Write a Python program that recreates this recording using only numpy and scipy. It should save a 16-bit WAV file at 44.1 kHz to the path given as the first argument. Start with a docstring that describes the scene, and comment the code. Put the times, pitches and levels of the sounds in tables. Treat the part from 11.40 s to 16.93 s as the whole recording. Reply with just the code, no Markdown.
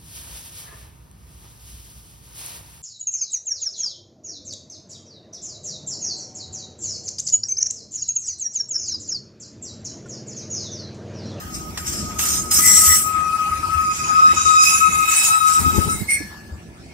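"""Freight cars in a tight curve

At the trackside, before a two-port microphone, one steel wheel sticks and slips, singing in spells at a rim mode.
Other flanges scrape: rubbing noise, raw and through rim resonances. At times rims lock onto steady tones.
Below lie lumpy rumble, rail noise and joint thumps, made of shaped noise and short damped pushes.
Near the end bell-shaped puffs of wind buffet the ports and the noise drops away."""
import sys
import numpy as np
from scipy import signal
from scipy.fft import rfft, irfft, next_fast_len
from scipy.io import wavfile
from scipy.ndimage import uniform_filter1d, map_coordinates

SR = 44100
rng = np.random.default_rng(int(sys.argv[2]) if len(sys.argv) > 2 else 0)


def waveform_to_disk(signal):
    """Save audio, clipped to [-1, 1], as 16-bit WAV at the path in sys.argv[1]."""
    frames = np.transpose(np.atleast_2d(signal))
    scaled = np.clip(frames, -1, 1) * 32767
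    samples = np.round(scaled).astype(np.int16)
    wavfile.write(sys.argv[1], SR, samples)


N = 243873
TIME = np.arange(N) / SR
SIDES = np.array([[.5], [-.5]])  # shares a left-right difference between the ports


def amp(db):
    """Decibels as gain."""
    return 10 ** (np.asarray(db) / 20)


def unit(x):
    """x scaled to rms 1."""
    return x / np.sqrt(np.mean(x ** 2) + 1e-20)


def along(points, hz):
    """(frequency [Hz], level [dB]) points on a log axis, as gain."""
    f, v = np.transpose(points)
    return amp(np.interp(np.log(hz + 1), np.log(f + 1), v))


def curves(rows):
    """One value per sample for each column after the time."""
    s, *cols = np.transpose(rows)
    return [np.interp(TIME, s, c) for c in cols]


def during(rows):
    """1 while a table lasts, 0 outside, with soft edges."""
    inside = 1. * (TIME >= rows[0][0]) * (TIME <= rows[-1][0])
    return uniform_filter1d(inside, size=600)


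def wobble(rate):
    """A smooth random curve, rate knots a second."""
    knots = rng.standard_normal(int(N * rate / SR) + 4)
    return map_coordinates(knots, [TIME * rate])


def filtered(x, response):
    """x times a response of frequency."""
    m = next_fast_len(N + 8192)
    return irfft(rfft(x, m) * response(np.fft.rfftfreq(m, 1 / SR)), m)[..., :N]


def rush(response, alike, lead_s, patchy_db):
    """Stereo noise of rms 1 in patches of random gain, partly shared; left leads by lead_s."""
    z = signal.stft(rng.standard_normal((2, N)), nperseg=512)[2]
    field = uniform_filter1d(rng.standard_normal(z.shape[1:]), size=7, axis=0)
    field = uniform_filter1d(field, size=9, axis=1)
    a, b = signal.istft(z * amp(patchy_db * unit(field)), nperseg=512)[1][:, :N]
    turn = np.arccos(np.clip(alike, -1, 1)) / 2  # mixing angle that gives the likeness of the ports
    pair = np.cos(turn) * a + np.sin(turn) * b * np.sign(SIDES)
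    return unit(filtered(pair, lambda hz: response(hz) * np.exp(2j * np.pi * hz * lead_s * SIDES)))


def tone(hz, lead, drift_hz, rate, scatter, grit, grit_rate):
    """A self-excited mode of rms 1: pitch wavers, scattered paths differ by port, rough contact adds skirts."""
    phase = 2 * np.pi * np.cumsum(hz + drift_hz * wobble(rate)) / SR

    def chance(knots):
        """An independent complex random curve for each port."""
        return np.array([wobble(knots) + 1j * wobble(knots), wobble(knots) + 1j * wobble(knots)])

    shape = 1 + scatter * chance(rate) + grit * chance(grit_rate)
    return unit(np.real(shape * np.exp(1j * (phase + lead * SIDES))))


def swell(top_s, rise_s, hold_s, db, fall_db_per_s):
    """Gain that climbs 30 dB to its top, holds and dies away."""
    below_top = 30 * np.clip(top_s - TIME, 0, 9) / max(rise_s, .002)
    fallen = fall_db_per_s * np.clip(TIME - top_s - hold_s, 0, 9)
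    return amp(db - below_top - fallen)


def squeal():
    """Stick-slip at the wheel's rim mode with its overtones; car sides and ballast scatter a blurred copy."""
    # lead of the left port as the wheel rolls by: (time [s], fundamental [rad], octave [rad])
    bearing = [(0, 2.5, 0), (1.2, 0, 0), (1.6, 1.2, 3.5), (2.1, -0.5, -4), (2.6, -2.5, -3), (3.3, -3, -7),
               (4.6, -3.5, -2.5)]
    # overtones of the slip cycle, relative levels: (time [s], octave [dB], octave left-right [dB],
    # third [dB], fourth [dB])
    overtones = [(1.65, -43, 2, -58, -65), (2.01, -38.5, 8, -71, -60), (2.63, -37, -13.5, -61, -45),
                 (2.85, -34, -8.5, -43, -42), (3.14, -33.5, -8, -34.5, -40), (3.27, -29.5, -27, -39.5, -24),
                 (3.5, -31, -13, -47.5, -58), (3.86, -28.5, -14, -35.5, -37),
                 (4.01, -38.5, -13.5, -41.5, -47.5), (4.51, -44, -2, -49, -47.5), (4.65, -59, -6, -47, -67)]
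    hz, size, hum = spells()
    lead, octave_lead = curves(bearing)
    octave_db, pan_db, third_db, fourth_db = curves(overtones)

    main = tone(hz, lead, drift_hz=4.71, rate=40, scatter=0.14, grit=0.033, grit_rate=400)
    neighbour = tone(hz - 102, lead, drift_hz=4.77, rate=18, scatter=0.4, grit=0.072, grit_rate=240)
    main = main + amp(-26.5) * neighbour  # a nearby mode

    size = size + amp(-4.5) * hum
    lingering = uniform_filter1d(size, size=6000)
    blur = tone(hz, lead, drift_hz=7.845, rate=55, scatter=1.7, grit=0.22, grit_rate=180)
    blur = (amp(-14.0) * lingering.mean(axis=0) + amp(-6) * hum) * blur

    octave = tone(2 * hz, octave_lead, drift_hz=12.04, rate=68, scatter=0.86, grit=0.46, grit_rate=270)
    third = tone(3 * hz, 1.76, drift_hz=14.1, rate=80, scatter=0.64, grit=0.6, grit_rate=260)
    fourth = tone(4 * hz, 0.89, drift_hz=18.15, rate=110, scatter=1.0, grit=0.42, grit_rate=310)
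    over = amp(octave_db + pan_db * SIDES) * octave
    over += amp(third_db + 5) * third
    over += amp(fourth_db + 6.5) * fourth
    # overtones follow the spells in part
    grip = np.abs(size[0] / (np.abs(lingering[0]) + amp(-80))) ** 0.19
    return size * main + blur + during(overtones) * grip * over


def spells():
    """Pitch and stereo size of the grip-and-slip spells, and size of the song between; level weighs the pitch."""
    # loud spells of the singing wheel: (start [s], length [s], left level at the start [dB],
    # pitch [Hz], left-right [dB])
    spell_rows = [(1.186, 0.026, -17.5, 1264, 15), (1.361, 0.037, -24, 1264, 4),
                  (1.41, 0.052, -20.5, 1274, 15), (1.463, 0.056, -21.5, 1272, 22),
                  (1.52, 0.05, -24, 1257, 9), (1.568, 0.057, -28.5, 1263, 15), (1.631, 0.13, -22, 1273, 14),
                  (1.743, 0.18, -17.5, 1260, 12), (1.924, .05, -15, 1279, 19), (1.98, 0.13, -20, 1266, 10),
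                  (2.11, 0.042, -16, 1265, 8), (2.142, 0.065, -25.5, 1272, 8),
                  (2.226, 0.04, -15.5, 1280, 10.5), (2.291, 0.088, -18, 1296, 27),
                  (2.366, 0.092, -14.5, 1266, 14), (2.449, 0.09, -19.5, 1255, -1.5),
                  (2.6, 0.071, -24, 1265, 7), (2.683, 0.071, -14.5, 1255, 17), (2.747, 0.072, -9, 1270, 7),
                  (2.815, 0.12, -7.5, 1269, 1), (2.965, 0.033, -15, 1264, 12),
                  (3.002, 0.021, -11, 1260, 16), (3.05, 0.11, -8.5, 1266, 10), (3.152, 0.1, -9.5, 1263, 1),
                  (3.268, 0.046, -20, 1267, 7), (3.312, 0.066, -15.5, 1273, 11), (3.4, 0.1, -9, 1280, 17),
                  (3.521, 0.14, -14, 1259, 10), (3.674, 0.036, -12.5, 1266, 12),
                  (3.717, 0.039, -16.5, 1271, 19), (3.897, 0.1, -12.5, 1288, 5.5),
                  (4.001, 0.14, -10.5, 1272, 10), (4.145, 0.0625, -11, 1271, 4.5),
                  (4.243, 0.078, -12, 1269, 6), (4.329, .07, -21.5, 1264, 3), (4.405, .06, -19, 1262, 7.5),
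                  (4.48, 0.068, -20.5, 1293, 5.5)]
    # faint song between the spells: (time [s], pitch [Hz], relative left level [dB], left-right [dB])
    hum_rows = [(0, 1252, -36, 11), (.3, 1256, -39, 0), (.55, 1252, -40, 6), (.7, 1252, -33, 1),
                (1.0, 1263, -29, 9.5), (1.4, 1258, -30, 8), (2.55, 1259, -29.5, 1), (3.1, 1269, -28.5, 6),
                (3.82, 1282, -26, 9), (4.53, 1290, -31, 10), (4.62, 1280, -51, 5)]
    grip_s, slip_s, sag_db_per_s = 0.017, 0.0216, 15  # swelling, letting go, sagging while held
    hum_hz, hum_db, hum_pan_db = curves(hum_rows)
    hum = during(hum_rows) * amp(hum_db - hum_pan_db * np.array([[0], [1]]))
    size = np.zeros((2, N))
    weight = hum[0] + amp(-90)
    pull = weight * hum_hz
    for s, length, db, hz, pan_db in spell_rows:
        held = np.clip(np.minimum((TIME - s) / grip_s, (s + length - TIME) / slip_s), 0, 1)
        shape = np.sin(held * np.pi / 2) * amp(db - sag_db_per_s * (TIME - s).clip(0, length))
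        size = size + shape * amp([[0], [-pan_db]])
        weight = weight + shape
        pull = pull + shape * hz
    return uniform_filter1d(pull / weight, size=900), size, hum


def flanges():
    """Rubbing noise, heard raw and through the rim modes of the wheel in contact; the grip chatters."""
    # rim modes, a list for each stretch of contact: (frequency [Hz], width [Hz], relative level [dB])
    rim_modes = [
        [(5120, 120, -11.5), (5550, 40, -3.5), (5900, 79, -8), (6520, 73, -6.5), (7470, 56, -4.5),
         (8690, 160, -10.5)],
        [(5090, 44.3, 1.5), (6370, 600, -2.5), (7750, 120, -4), (8500, 43, 6.5), (9280, 42, 0.5),
         (9470, 27, -8), (10300, 50, -32), (11500, 32, -17), (12600, 39, -26)],
        [(5090, 26, -12), (5650, 30, -10), (6580, 100, -11), (7690, 22, -40), (8540, 250, -8.5), (9700, 43, -6),
         (10400, 23, -28), (11100, 62, -9), (11800, 83, -19.5), (12300, 200, -18)],
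        [(5300, 19, -25), (6080, 305, 6.5), (6800, 33.7, 18.5), (7600, 60, 3.5), (8080, 122, -2),
         (9000, 29.2, 12), (9400, 43, -59), (11100, 84, -10), (12000, 43, -16.5)],
        [(4760, 22, -29), (5910, 64, 0), (6630, 45, -1), (6925, 51, -1), (7500, 38, -24), (7980, 150, 1.5),
         (8840, 27.6, 10), (9030, 81, 3), (11450, 35, -5), (13100, 28, -17), (14470, 140, -12),
         (15100, 33, -32)],
        [(2410, 170, 0), (5140, 240, -6), (5800, 210, -1), (7880, 120, 2), (8160, 410, -3), (9160, 320, -1.5)],
    ]
    # spectrum of scraping steel: (frequency [Hz], relative density [dB per Hz])
    grind_points = [(530, -49), (900, -11.5), (1150, -12.5), (1250, 0.5), (1500, -12.5), (2570, -11.5),
                    (4200, -12), (5010, -8), (7090, -3), (7540, 1), (11000, -28.5), (14300, -40),
                    (22000, -120)]
    # spectrum of the sizzle, a list for each stretch of contact: (frequency [Hz], relative density [dB per Hz])
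    sizzle_points = [
        [(5760, -36), (9800, -7), (12600, 0), (15500, -5.5)],
        [(5760, -31), (9800, -6.5), (14000, 0), (15500, -16)],
        [(5760, -53), (9800, -4.5), (10500, -5), (15500, -4.5)],
        [(5590, -30), (9500, -6.5), (12600, -14.5), (15500, -21)],
        [(5760, -20), (9800, -8), (10600, -9.5), (15500, -8)],
        [(5760, -41), (9800, -7), (14000, -3), (15500, -12)],
    ]
    # scrapes: (top reached [s], rise [s], hold [s], relative level [dB], sizzle against that [dB])
    scrapes = [(0, .01, .005, -41, -11), (0.15, 0.05, 0.0046, -31.5, -13), (.377, .006, .004, -33, -4),
               (0.469, 0.02, 0.017, -27, -13), (0.533, .03, 0.08, -33, -29),
               (0.79, 0.0096, 0.052, -22.5, -8), (0.866, 0.049, 0.046, -25.5, -16),
               (0.936, 0.036, 0.03, -26, -10), (1.112, .007, 0.092, -19, -5),
               (1.256, 0.14, 0.16, -14.5, -6), (1.456, 0.077, 0.098, -15, -2.5),
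               (1.584, 0.022, 0.0081, -33, 3), (2.545, 0.095, 0.055, -35, -25),
               (2.95, 0.046, 0.29, -29, -27.5), (3.239, 0.059, .04, -19.5, -6), (3.3, .03, 0.099, -27, -5),
               (3.513, .04, 0.036, -41, 0), (3.712, .08, 0.097, -20.5, -14),
               (3.843, 0.04, 0.045, -21.5, -5), (4.084, 0.047, 0.022, -25, -18),
               (4.133, 0.018, .01, -30, -13), (4.201, 0.047, 0.016, -34, 2.5),
               (4.358, .02, 0.015, -31, -11), (4.502, .02, .02, -34, -20),
               (4.702, 0.039, 0.023, -22.5, -14)]
    # light contact under the scrapes: (time [s], relative level [dB], sizzle against that [dB])
    light_rub = [(0, -61.5, 13), (.7, -40.5, -7), (1.1, -47, -6), (1.75, -39, -12), (2.45, -37, -9.5),
                 (2.9, -34, -11), (3.6, -31.5, -5.5), (4.3, -34, -2), (4.62, -39, 4), (4.67, -54, 6),
                 (5.08, -63, -1.5), (5.53, -55.5, -20)]
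    # times at which the contact passes to the next stretch, each with its own colour: time [s]
    turns_s = [0, .74, 1.2, 2.439, 3.6, 4.67, 5.6]
    # for each stretch of contact: raw grinding, ringing rim and left-right, in dB
    grind_db, ring_db = (-5, -5.5, -7, -5, -5, -12), (0.5, 0.5, -3, -1.5, -0.5, -2.5)
    pans_db = (1.5, -1.5, 1.5, 0.5, 1.5, 1.5)

    out = np.zeros((2, N))
    grind = rush(lambda f: along(grind_points, f), alike=0.45, lead_s=-0.000395, patchy_db=3.0)
    chatter = amp(.9 * wobble(12) + .7 * wobble(150))
    rub_db, rub_sizzle_db = curves(light_rub)
    level, sizzle = amp(rub_db), amp(rub_db + rub_sizzle_db)
    for s, rise, hold, db, sizzle_db in scrapes:
        press = swell(s, rise, hold, db, fall_db_per_s=180)  # every scrape dies alike
        level = level + press
        sizzle = sizzle + press * amp(sizzle_db)

    wheels = zip(rim_modes, sizzle_points, grind_db, ring_db, pans_db, turns_s, turns_s[1:])
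    for modes, fizz, raw_db, rim_db, pan_db, start, end in wheels:
        def rim(f):
            """Resonances of alternating sign."""
            return sum((-1) ** k * amp(db) * 1j * f * w / (c * c - f * f + 1j * f * w)
                       for k, (c, w, db) in enumerate(modes))

        ringing = rush(rim, alike=0.35, lead_s=-0.0004, patchy_db=4)
        hiss = rush(lambda f: along(fizz, f), alike=0.11, lead_s=-0.000418, patchy_db=4.0)
        rub = level * (amp(rim_db) * ringing + amp(raw_db) * grind)
        rub += sizzle * amp(2.0) * hiss
        out += during([[start], [end]]) * amp(pan_db * SIDES) * chatter * rub
    return out


def bites():
    """A short broad crack, decaying noise, where a flange first touches."""
    # a flange bites the rail head: (time [s], relative level [dB])
    bite_rows = [(0.374, -14.5), (0.7916, -11), (1.114, -14.5)]
    points = [(300, -5.0), (1500, 9.0), (9000, 4.5), (15000, -32)]
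    # each falls 60 dB in 0.095 s
    burst = sum(amp(db - 11 - 60 * np.clip(TIME - s, 0, 1) / 0.095) * (TIME >= s) for s, db in bite_rows)
    return burst * rush(lambda f: along(points, f), alike=0.87, lead_s=-0.000094, patchy_db=0.5)


def locked(modes, **rough):
    """Modes of one wheel that oscillate by themselves while the contact holds."""
    return sum(swell(*shape) * amp(pan_db * SIDES) * tone(hz, lead, **rough)
               for hz, *shape, lead, pan_db in modes)


def rolling():
    """Car bodies rumble in lumps, the rail hisses, joints give damped low pushes with a rattle."""
    # rolling: (time [s], relative rumble level [dB], relative rail noise level [dB])
    roll = [(0, -35.5, -51.5), (1.05, -33.5, -50), (1.43, -36.5, -73), (1.75, -37, -45.5),
            (2.36, -39.5, -48), (2.94, -38, -40), (3.28, -41, -51), (3.5, -39.5, -45), (4.1, -43, -45.5),
            (4.4, -33.5, -44), (4.77, -39.5, -55.5), (5.53, -43, -60)]
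    # spectrum of the car bodies: (frequency [Hz], relative density [dB per Hz])
    rumble_points = [(13, -53.5), (22, -29), (53, -5.5), (75, 2.5), (124, -6), (198, -3.5), (292, -11.5),
                     (336, -8), (501, -20.5), (600, -18.5), (780, -18), (1320, -120)]
    # spectrum of the rail: (frequency [Hz], relative density [dB per Hz])
    rail_points = [(260, -23), (450, -20), (681, -8), (1430, -3), (1710, -4.5), (1920, -5.5), (2130, -3),
                   (3580, -12.5), (4960, -9), (8700, -15.5), (15500, -36)]
    # a broad resonance of the rail: (centre [Hz], width [Hz], lift [dB])
    girder = (898, 180, 6.8)
    # cars thump over rail joints: (time [s], relative level [dB], pitch [Hz], left-right [dB],
    # relative rattle level [dB])
    thumps = [(1.472, -22, 79.5, -6, -25), (2.209, -30.5, 77, 3, -22), (2.348, -23, 78.3, 2.5, -17),
              (2.719, -40, 259.5, -1.0, -7), (2.931, -28, 345.4, 3, 5.5), (3.051, -32, 80.45, 6, 3),
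              (3.349, -34, 79.9, 9, -18), (3.486, -31, 173, 9, -8), (4.803, -28.5, 301, -10, 2.5),
              (5.115, -27.5, 72.7, 4, -17)]
    rumble_db, rail_db = curves(roll)
    rumble = rush(lambda f: along(rumble_points, f), alike=.88, lead_s=-0.0003, patchy_db=1.5)
    out = amp(rumble_db + 0.5 + 1.42 * wobble(9)) * rumble

    centre, width, lift_db = girder

    def rail(f):
        """Rail spectrum with its broad resonance."""
        return along(rail_points, f) * amp(lift_db / (1 + (2 * (f - centre) / width) ** 2))

    rail_noise = rush(rail, alike=0.097, lead_s=-0.00018, patchy_db=4.0)
    out += amp(rail_db + 9.5 + 0.87 * wobble(7.7)) * rail_noise

    rattle_points = [(60, -34), (200, 1.5), (500, -4), (1500, -25), (5000, -93.5)]
    rattle = rush(lambda f: along(rattle_points, f), alike=0.9, lead_s=-0.00023, patchy_db=3)
    for s, db, hz, pan_db, rattle_db in thumps:
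        age = np.clip(TIME - s, 0, 1)
        cycles = age * hz ** 0.78 * 2.74  # sets the length of the push; higher pitches die sooner
        push = cycles * np.exp(-.9 * cycles) * np.sin(2 * np.pi * hz * age)
        out += amp(db + 8 + pan_db * SIDES) * push
        shake = amp(db + rattle_db - 6 + pan_db * SIDES - 60 * age / 0.14)
        out += shake * (1 - np.exp(-age / .003)) * rattle
    return out


def gust():
    """Lumpy turbulence, mostly unrelated at the ports, in bell-shaped puffs that also shove the diaphragm."""
    # puffs of wind on the ports: (centre [s], half length [s], relative level at the nearer port [dB],
    # left-right [dB], shove [Hz])
    puffs = [(4.212, .025, -19, 19, 85), (4.274, 0.023, -21, 20, 261), (4.368, 0.063, -17.5, 26, 90),
             (4.392, 0.018, -18.5, 27, 90.9), (4.475, .02, -21, 14, 168.8), (4.546, 0.041, -28.5, 1, 200),
             (4.62, 0.013, -17.5, -20, 110), (4.841, .03, -34, 3, 202)]
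    # spectrum of the buffeting: (frequency [Hz], relative density [dB per Hz])
    buffet = [(12, -48), (20, -23), (75, 2), (205, -3.5), (419, -13), (654, -40), (900, -18.5), (1170, -57),
              (1980, -120)]
    lumps = amp(2.2 * np.array([wobble(35), wobble(30)]))
    swirl = unit(lumps * rush(lambda f: along(buffet, f), alike=0.22, lead_s=0, patchy_db=2.5))
    out = np.zeros((2, N))
    for s, half, db, pan_db, shove_hz in puffs:
        bell = np.exp(-((TIME - s) / half) ** 2)
        shove = amp(-2) * np.cos(2 * np.pi * shove_hz * (TIME - s))
        out += amp(db + pan_db * SIDES - abs(pan_db) / 2) * bell * (swirl - shove)
    return out


def scene():
    """Locked rims, singing wheel, scraping flanges, rolling cars and wind, summed at the two ports."""
    # a rim locks onto two modes and a tone near their difference: (frequency [Hz], top reached [s],
    # rise [s], hold [s], level [dB], fall [dB/s], left leads [rad], left-right [dB])
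    lock = [(7670, 1.27, 0.11, 0.095, -12, 75, -1.37, 4), (7750, 1.498, .1, 0.048, -14.5, 200, -1.7, 1),
            (5670, 1.266, 0.1, .13, -19, 200, -1.5, 7.5), (5660, 1.48, .1, 0.082, -24, 250, -3.5, 7),
            (2004, 1.25, 0.085, 0.026, -23.5, 81, 0, -1.5), (1986, 1.5, 0.033, 0.028, -23, 350, 0.5, 1)]
    # the last wheel chirps and rings out: (frequency [Hz], top reached [s], rise [s], hold [s],
    # level [dB], fall [dB/s], left leads [rad], left-right [dB])
    chirp = [(2175, 4.69, 0.014, 0.051, -20, 197, 0.82, -1.2), (2172, 5.5, .03, .01, -52, 64, 0, -1),
             (1710, 4.77, 0.19, 0.025, -38.5, 44, 0.0025, 2.7),
             (8806, 4.715, 0.051, 0.026, -17.5, 390, 0.93, 2.2),
             (4355, 4.7, 0.013, 0.05, -40.5, 76, 0.43, 0.38), (5270, 4.7, .015, .06, -43.5, 110, 0.24, 1.5),
             (5820, 4.7, .015, 0.087, -40, 170, 0.14, 1)]
    # a low rim mode that answers the passing wheels: (frequency [Hz], top reached [s], rise [s],
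    # hold [s], level [dB], fall [dB/s], left leads [rad], left-right [dB])
    drone = [(2160, 3.63, 1.2, 0.049, -37, 50, 0, -7), (2125, 4.53, 0.16, 0.1, -41, 230, 0.0085, 1)]
    wheels = locked(lock, drift_hz=7.95, rate=110, scatter=0.13, grit=0.56, grit_rate=380)
    wheels += locked(chirp, drift_hz=11.8, rate=49, scatter=0.47, grit=0.59, grit_rate=300)
    wheels += locked(drone, drift_hz=39.76, rate=80, scatter=1.0, grit=0.99, grit_rate=270)
    return wheels + squeal() + flanges() + bites() + rolling() + gust()


def record(dry):
    """The loudest peaks are flattened at a fixed level; nothing is kept above the band limit."""
    clip, top_hz = .8, 15660  # clip level is a fraction of full scale
    return filtered(np.clip(dry, -clip, clip), lambda hz: hz < top_hz)


dry = scene()
out = record(dry)
waveform_to_disk(out)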